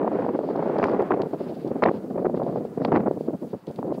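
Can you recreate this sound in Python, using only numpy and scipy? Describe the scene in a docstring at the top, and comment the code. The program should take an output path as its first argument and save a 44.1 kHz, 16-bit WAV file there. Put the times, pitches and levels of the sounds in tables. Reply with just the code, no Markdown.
"""Gusty wind buffets the microphone of a hand-held camera in an open field.
Eddies flutter over the port; the harder they blow, the brighter and harsher they sound, until
the capsule overloads. Single large eddies pop on the port, and dull thuds underlie hard gusts.
Air rushes, dry grass rustles faintly, the casing ticks in the hand and fingers scrape on it.
The gain control ducks everything, hiss included, under the gusts."""
import sys
import numpy as np
from scipy import signal
from scipy.fft import rfft, irfft, next_fast_len
from scipy.io import wavfile
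from scipy.ndimage import map_coordinates

SR = 44100
rng = np.random.default_rng(int(sys.argv[2]) if len(sys.argv) > 2 else 0)


def output_pcm(signal):
    """Save a mono or channel-first signal as 16-bit PCM at the path in sys.argv[1].

    Samples are clipped to [-1, 1] before scaling.
    """
    pcm = np.clip(np.atleast_2d(signal).T, -1, 1) * 32767
    wavfile.write(sys.argv[1], SR, np.round(pcm).astype(np.int16))


N = 176400


def amp(db):
    """Decibels to gain."""
    return 10 ** (np.asarray(db) / 20)


def unit_rms(x):
    """Scale to rms 1."""
    return x / np.sqrt(np.mean(x ** 2) + 1e-20)


def log_interp(points, hz):
    """Interpolate (frequency [Hz], value) points on a log axis."""
    knots_hz, values = np.transpose(points)
    return np.interp(np.log(hz + 1), np.log(knots_hz + 1), values)


def curve(points):
    """Interpolate (time [s], value) points at every sample."""
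    return np.interp(np.arange(N) / SR, *np.transpose(points))


def wobble(rate_hz):
    """Smooth random curve, rate_hz knots a second."""
    return map_coordinates(rng.standard_normal(N // 10), [np.arange(N) * rate_hz / SR], mode="mirror")


def filtered(x, response):
    """Zero-phase filter of gain response(hz)."""
    size = next_fast_len(N + SR // 2)
    return irfft(rfft(x, size) * response(np.fft.rfftfreq(size, 1 / SR)), size)[:N]


def butterworth(x, hz, kind, order):
    """Causal low-pass or high-pass."""
    return signal.sosfilt(signal.butter(order, hz, kind, fs=SR, output="sos"), x)


def noise(spectrum):
    """Coloured noise of rms 1."""
    return unit_rms(filtered(rng.standard_normal(N), lambda hz: amp(log_interp(spectrum, hz))))


def running_rms(x, window_s):
    """Rms under a centred Gaussian window."""
    power = filtered(x ** 2, lambda hz: np.exp(-(hz * window_s) ** 2))
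    return np.sqrt(np.abs(power) + 1e-12)


# wind between gusts (time [s], level [dB])
WIND_DB = [(0, -23), (.08, -24.5), (.17, -25), (.31, -27.5), (.42, -30), (.53, -25), (.65, -24.5),
           (.72, -25.5), (.84, -21), (.9, -22.5), (1.03, -20.5), (1.065, -27), (1.14, -20), (1.21, -24.5),
           (1.29, -33), (1.36, -34), (1.44, -40), (1.49, -30.5), (1.55, -40), (1.68, -29), (1.8, -29),
           (1.9, -30), (2.05, -32), (2.22, -28), (2.45, -26.5), (2.6, -29.5), (2.68, -40.5), (2.76, -43),
           (2.83, -22.5), (2.9, -26), (3.03, -23.5), (3.13, -30.5), (3.25, -40.5), (3.31, -32),
           (3.38, -50.5), (3.44, -30), (3.49, -49), (3.55, -37), (3.6, -57), (3.73, -44), (3.8, -34.5),
           (3.9, -30.5), (4, -34.5)]
# gusts on the port (start [s], length [s], level [dB])
PORT_GUSTS = [(0.129, 0.033, -23.5), (0.203, 0.006, -19.5), (0.287, 0.0087, -18), (0.346, 0.014, -21),
              (0.59, 0.012, -22), (0.828, 0.013, -14), (0.923, 0.026, -20.5), (0.991, 0.033, -21),
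              (1.106, 0.015, -16), (1.194, 0.017, -18.5), (1.233, 0.0057, -23), (1.331, 0.017, -23.5),
              (1.403, 0.013, -26), (1.826, 0.013, -12.5), (1.854, 0.0084, -12), (1.87, 0.0232, -14),
              (2.16, 0.005, -25), (2.25, 0.014, -18), (2.339, 0.015, -24), (2.488, 0.008, -25),
              (2.775, 0.007, -24.5), (2.92, 0.0058, -13), (2.934, 0.012, -16), (2.951, 0.027, -13.5),
              (2.994, 0.011, -19.5), (3.063, 0.021, -23), (3.279, 0.018, -25.5), (3.333, 0.021, -26.5),
              (3.533, 0.014, -26), (3.675, 0.038, -31), (3.787, 0.0083, -25.5), (3.898, 0.023, -26.5)]
GUST_RISE_S, GUST_FALL_S = 0.0017, 0.0044
FLUTTER_DB, FLUTTER_HZ = 6, 84.6
SMALL_EDDY_DB, SMALL_EDDY_HZ = 3, 348.4


def flow_db():
    """Flow at the port: fluttering wind, gusts that rise, hold and fall, and small eddies."""
    t = np.arange(N) / SR
    power = amp(curve(WIND_DB) + FLUTTER_DB * np.tanh(wobble(FLUTTER_HZ))) ** 2
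    for start_s, length_s, db in PORT_GUSTS:
        before = np.maximum(start_s - t, 0) / GUST_RISE_S
        after = np.maximum(t - start_s - length_s, 0) / GUST_FALL_S
        power += (amp(db) * np.exp(-np.minimum(before + after, 20))) ** 2
    return 10 * np.log10(power) + SMALL_EDDY_DB * np.tanh(wobble(SMALL_EDDY_HZ))


# turbulence at nominal flow (frequency [Hz], relative density [dB])
BUFFET_SPECTRUM = [(25, -37), (55, -7), (80, -2.5), (110, -3), (190, 0.5), (300, 1.5), (500, -2),
                   (700, -10.5), (1000, -20.5), (1500, -37.5), (2400, -50), (3200, -59.5), (6000, -57),
                   (16000, -100)]
# band growth with flow (centre [Hz], slope [dB/dB])
BAND_GROWTH = [(160, 0.84), (340, 0.98), (600, 1.1931), (1200, 2), (2400, 2.5)]
# lowest band's trim (time [s], gain [dB])
BASS_TRIM_DB = [(0, -4.5), (1.2, -2.5), (1.8, 0.5), (3.3, 3.5), (4, 0.5)]
NOMINAL_DB, CHOKE_ABOVE_NOMINAL_DB = -25, 18


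def buffeting():
    """Turbulence whose upper bands grow fastest with the flow, until the port chokes."""
    eddies = noise(BUFFET_SPECTRUM)
    eddies /= running_rms(eddies, window_s=0.012)
    drive_db = np.minimum(flow_db() - NOMINAL_DB, CHOKE_ABOVE_NOMINAL_DB)
    centres_hz, slopes = np.transpose(BAND_GROWTH)
    bands = []
    for weights, slope in zip(np.eye(len(slopes)), slopes):
        band = filtered(eddies, lambda hz: log_interp(np.c_[centres_hz, weights], hz))
        bands.append(band * amp(NOMINAL_DB + slope * drive_db))
    return bands[0] * amp(curve(BASS_TRIM_DB)) + sum(bands[1:])


OVERLOAD_DB, ASYMMETRY = -3, 0.32
PORT_CUTOFF_HZ, BASS_CUT_HZ, BASS_LEAK_DB = 2900, 139, -19


def microphone(pressure):
    """The capsule saturates, yielding more one way; the narrow port muffles; most deep bass is shed."""
    swing = np.tanh(pressure / amp(OVERLOAD_DB))
    lopsided = amp(OVERLOAD_DB) * (swing + ASYMMETRY * swing ** 2)
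    muffled = butterworth(lopsided, PORT_CUTOFF_HZ, "low", order=4)
    return butterworth(muffled, BASS_CUT_HZ, "high", order=3) + amp(BASS_LEAK_DB) * muffled


# airy rush (time [s], level [dB])
RUSH_DB = [(0, -45.5), (.2, -37.5), (.42, -52), (.65, -38.5), (.85, -33), (1.2, -43.5), (1.3, -53.5),
           (1.47, -48), (1.56, -55), (1.8, -47), (2.2, -58), (2.5, -51.5), (2.7, -55), (2.95, -42.5),
           (3.2, -57.5), (3.6, -58), (4, -57)]
# airy rush (frequency [Hz], relative density [dB])
RUSH_SPECTRUM = [(30, -11.5), (200, -6), (700, 9), (1400, 0), (2300, -12.5), (3000, -20), (5000, -32),
                 (16000, -67)]
RUSH_FLUTTER_DB = 0.6


def air_rush():
    """Air rushes past behind the buffeting."""
    return noise(RUSH_SPECTRUM) * amp(curve(RUSH_DB) - RUSH_FLUTTER_DB * wobble(rate_hz=47))


# rustle (time [s], level [dB])
GRASS_DB = [(0, -68), (.5, -61.5), (.9, -72.5), (1.3, -65.5), (1.47, -61), (1.62, -64.5), (2.3, -67),
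            (2.7, -69), (3.3, -68.5), (3.6, -71.5), (3.72, -66), (4, -67.5)]
# rustle (frequency [Hz], relative density [dB])
GRASS_SPECTRUM = [(200, -7), (1500, 4.5), (2900, 5), (3600, 3), (4100, 3), (4600, 5), (5200, -1),
                  (6000, -14), (9000, -28), (16000, -35)]
GRASS_FLUTTER_DB = 3.5


def grass_rustle():
    """Dry grass flutters in the wind."""
    return noise(GRASS_SPECTRUM) * amp(curve(GRASS_DB) + GRASS_FLUTTER_DB * wobble(rate_hz=38))


# large eddies (time [s], envelope peak [dB], pitch [Hz])
EDDY_POPS = [(.03, -12.5, 570), (.047, -9, 476), (.133, -21, 520), (.265, -9, 570), (.29, -18.5, 970),
             (.353, -13, 563), (.391, -6, 510), (.49, -12.5, 600), (.559, -11.5, 583), (.595, -10.5, 540),
             (.676, -10, 457), (.759, -12, 600), (.82, -8, 540), (.841, -7.5, 1610), (.885, -10.5, 850),
             (.937, -8.5, 450), (.995, -9.5, 537), (1.026, -7.5, 607), (1.108, -11, 460),
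             (1.12, -6.5, 1250), (1.174, -15, 460), (1.209, -20, 480), (1.234, -19.5, 600),
             (1.271, -18.5, 430), (1.336, -12.5, 490), (1.648, -13, 328), (1.715, -13.5, 400),
             (1.824, -4, 890), (1.837, -1, 1530), (1.887, -6.5, 990), (1.894, -7, 650), (1.914, -7.5, 447),
             (2.158, -16, 470), (2.248, -7.5, 530), (2.256, -18, 1100), (2.268, -4, 404),
             (2.298, -12.5, 550), (2.344, -9, 377), (2.419, -8.5, 544), (2.466, -13.5, 555),
             (2.56, -9.5, 543), (2.652, -17, 470), (2.777, -13, 342), (2.852, -10, 760), (2.928, -3.5, 524),
             (2.944, -4, 330), (2.961, -13, 1500), (3.074, -9.5, 750), (3.082, -4, 435), (3.112, -6.5, 450),
             (3.21, -15, 410), (3.286, -8, 382), (3.307, -20, 490), (3.829, -18, 730), (3.924, -12, 530)]
POP_WIDTH_CYCLES = 0.31


def eddy_pops():
    """Each large eddy slaps the port with about one swing of pressure."""
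    out, t = np.zeros(N), np.arange(N) / SR
    for time_s, db, hz in EDDY_POPS:
        cycles = np.clip((t - time_s) * hz, -10, 10)
        swing = np.sin(2 * np.pi * (cycles + rng.random()))
        out += amp(db) * swing / np.cosh(cycles / POP_WIDTH_CYCLES)
    return out


# handling ticks (time [s], click peak [dB], snap re click [dB], knock re click [dB])
CASING_TICKS = [(0.562, -43, -20, -7), (0.785, -38.5, -2, -4), (0.84, -33, -4, 18),
                (0.868, -45, -1.5, -13.5), (0.915, -43, -3, -10), (1.021, -45, -3, -13),
                (1.219, -32, -3.5, 8), (1.677, -48.5, 1, -14), (1.838, -22.5, -19, -14),
                (2.433, -48, -26, -7), (2.849, -26, -44, 10), (2.961, -36.5, -19, -4),
                (3.669, -44.5, -1.5, -22), (3.712, -54, 4, -20), (3.76, -47.5, 5, -20)]
# tick parts (frequency [Hz], relative density [dB])
CLICK_SPECTRUM = [(300, -26), (2000, -8), (3200, 8.5), (4400, 6.5), (5100, -2.5), (5700, -27.5),
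                  (9000, -35.5), (16000, -62.5)]
SNAP_SPECTRUM = [(300, -12.5), (5000, 7), (9000, -2.5), (16000, -18)]
KNOCK_SPECTRUM = [(30, -34), (300, 3), (1000, 9), (2300, -9.5), (3000, -21), (6000, -50.5), (16000, -82)]
CLICK_T60_S, SNAP_T60_S, KNOCK_T60_S, TICK_RISE_S = 0.018, 0.0078, 0.014, 0.0002
RING_END_HZ, RING_GLIDE_HZ, RING_GLIDE_S = 3890, 1670, 0.0016
RING_RE_CLICK_DB, RING_RISE_S, RING_T60_S = -7.5, 0.00077, 0.017


def casing_ticks():
    """The casing ticks in the hand: dry click, sharp snap, hollow knock and a brief sinking ring."""
    out, t = np.zeros(N + SR), np.arange(SR // 20) / SR
    parts = [(noise(CLICK_SPECTRUM), CLICK_T60_S),
             (noise(SNAP_SPECTRUM), SNAP_T60_S),
             (noise(KNOCK_SPECTRUM), KNOCK_T60_S)]
    rise = 1 - np.exp(-(t / TICK_RISE_S) ** 2)
    ring_hz = RING_END_HZ + RING_GLIDE_HZ * np.exp(-t / RING_GLIDE_S)
    ring_rise = 1 - np.exp(-(t / RING_RISE_S) ** 2)
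    ring_decay = amp(RING_RE_CLICK_DB - 60 * t / RING_T60_S)
    ring = np.sin(2 * np.pi * np.cumsum(ring_hz) / SR) * ring_rise * ring_decay
    for time_s, click_db, snap_db, knock_db in CASING_TICKS:
        start = round(time_s * SR)
        span = slice(start, start + len(t))
        out[span] += amp(click_db) * ring
        for (grain, t60_s), part_db in zip(parts, (0, snap_db, knock_db)):
            burst = grain[span] * rise * amp(-60 * t / t60_s)
            out[span] += amp(click_db + part_db) * burst / np.abs(burst).max()
    return out[:N]


# finger scrapes (centre [s], half length [s], level [dB])
FINGER_SCRAPES = [(0.857, 0.09, -60.5), (1.834, 0.01, -50), (2.845, 0.036, -59.5), (2.953, 0.014, -56.5)]
# friction (frequency [Hz], relative density [dB])
SCRAPE_SPECTRUM = [(300, -22.5), (2000, -14.5), (3200, 0), (4800, 8.5), (5600, 0), (6500, -12.5),
                   (9000, -19.5), (16000, -35)]
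SCRAPE_GRAIN_DB, SCRAPE_GRAIN_HZ = 3.5, 400


def finger_scrapes():
    """Fingers stick and slip on the casing in brief grainy swells."""
    t = np.arange(N) / SR
    swells = sum(amp(db) * np.exp(-((t - centre_s) / half_s) ** 2)
                 for centre_s, half_s, db in FINGER_SCRAPES)
    friction = noise(SCRAPE_SPECTRUM) * amp(SCRAPE_GRAIN_DB * wobble(SCRAPE_GRAIN_HZ))
    return swells * unit_rms(friction)


# thuds under hard gusts (time [s], peak [dB])
GUST_THUDS = [(.841, -35), (1.836, -45), (2.262, -43), (2.926, -36), (2.972, -35)]
THUD_HZ, THUD_WIDTH_S = 48, 0.005


def gust_thuds():
    """Each thud is one slow push on the capsule."""
    out, t = np.zeros(N), np.arange(N) / SR
    for time_s, db in GUST_THUDS:
        envelope = amp(db) / np.cosh(np.clip((t - time_s) / THUD_WIDTH_S, -20, 20))
        out += envelope * np.cos(2 * np.pi * THUD_HZ * (t - time_s))
    return out


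def scene():
    """Wind, field and handling in mono; only buffeting and pops overload the capsule."""
    wind = microphone(buffeting() + eddy_pops())
    return (wind + air_rush() + grass_rustle() + casing_ticks() + finger_scrapes() + gust_thuds())[None]


# camera hiss (time [s], level [dB])
HISS_DB = [(0, -68.5), (1.15, -67.5), (1.26, -66), (1.6, -65.5), (1.85, -66), (2.1, -66), (2.3, -67),
           (2.7, -66.5), (3.08, -66), (3.2, -64.5), (3.38, -67), (3.46, -63.5), (3.62, -72), (3.72, -66),
           (3.9, -67.5), (4, -63)]
# camera hiss (frequency [Hz], relative density [dB])
HISS_SPECTRUM = [(30, 5.5), (3000, -2), (7000, 1.5), (12000, -0.5), (16000, 1)]
AGC_THRESHOLD_DB, AGC_CUT_DB_PER_DB, AGC_WINDOW_S = -29.5, 0.27, 0.054
BAND_LIMIT_HZ = 15750


def record(dry):
    """The camera adds hiss, turns the gain down under gusts and cuts all above its band limit."""
    x = dry[0] + amp(curve(HISS_DB)) * noise(HISS_SPECTRUM)
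    excess = np.maximum(running_rms(x, AGC_WINDOW_S) / amp(AGC_THRESHOLD_DB), 1)
    ducked = x * excess ** -AGC_CUT_DB_PER_DB
    return filtered(ducked, lambda hz: hz < BAND_LIMIT_HZ)[None]


dry = scene()
out = record(dry)
output_pcm(out)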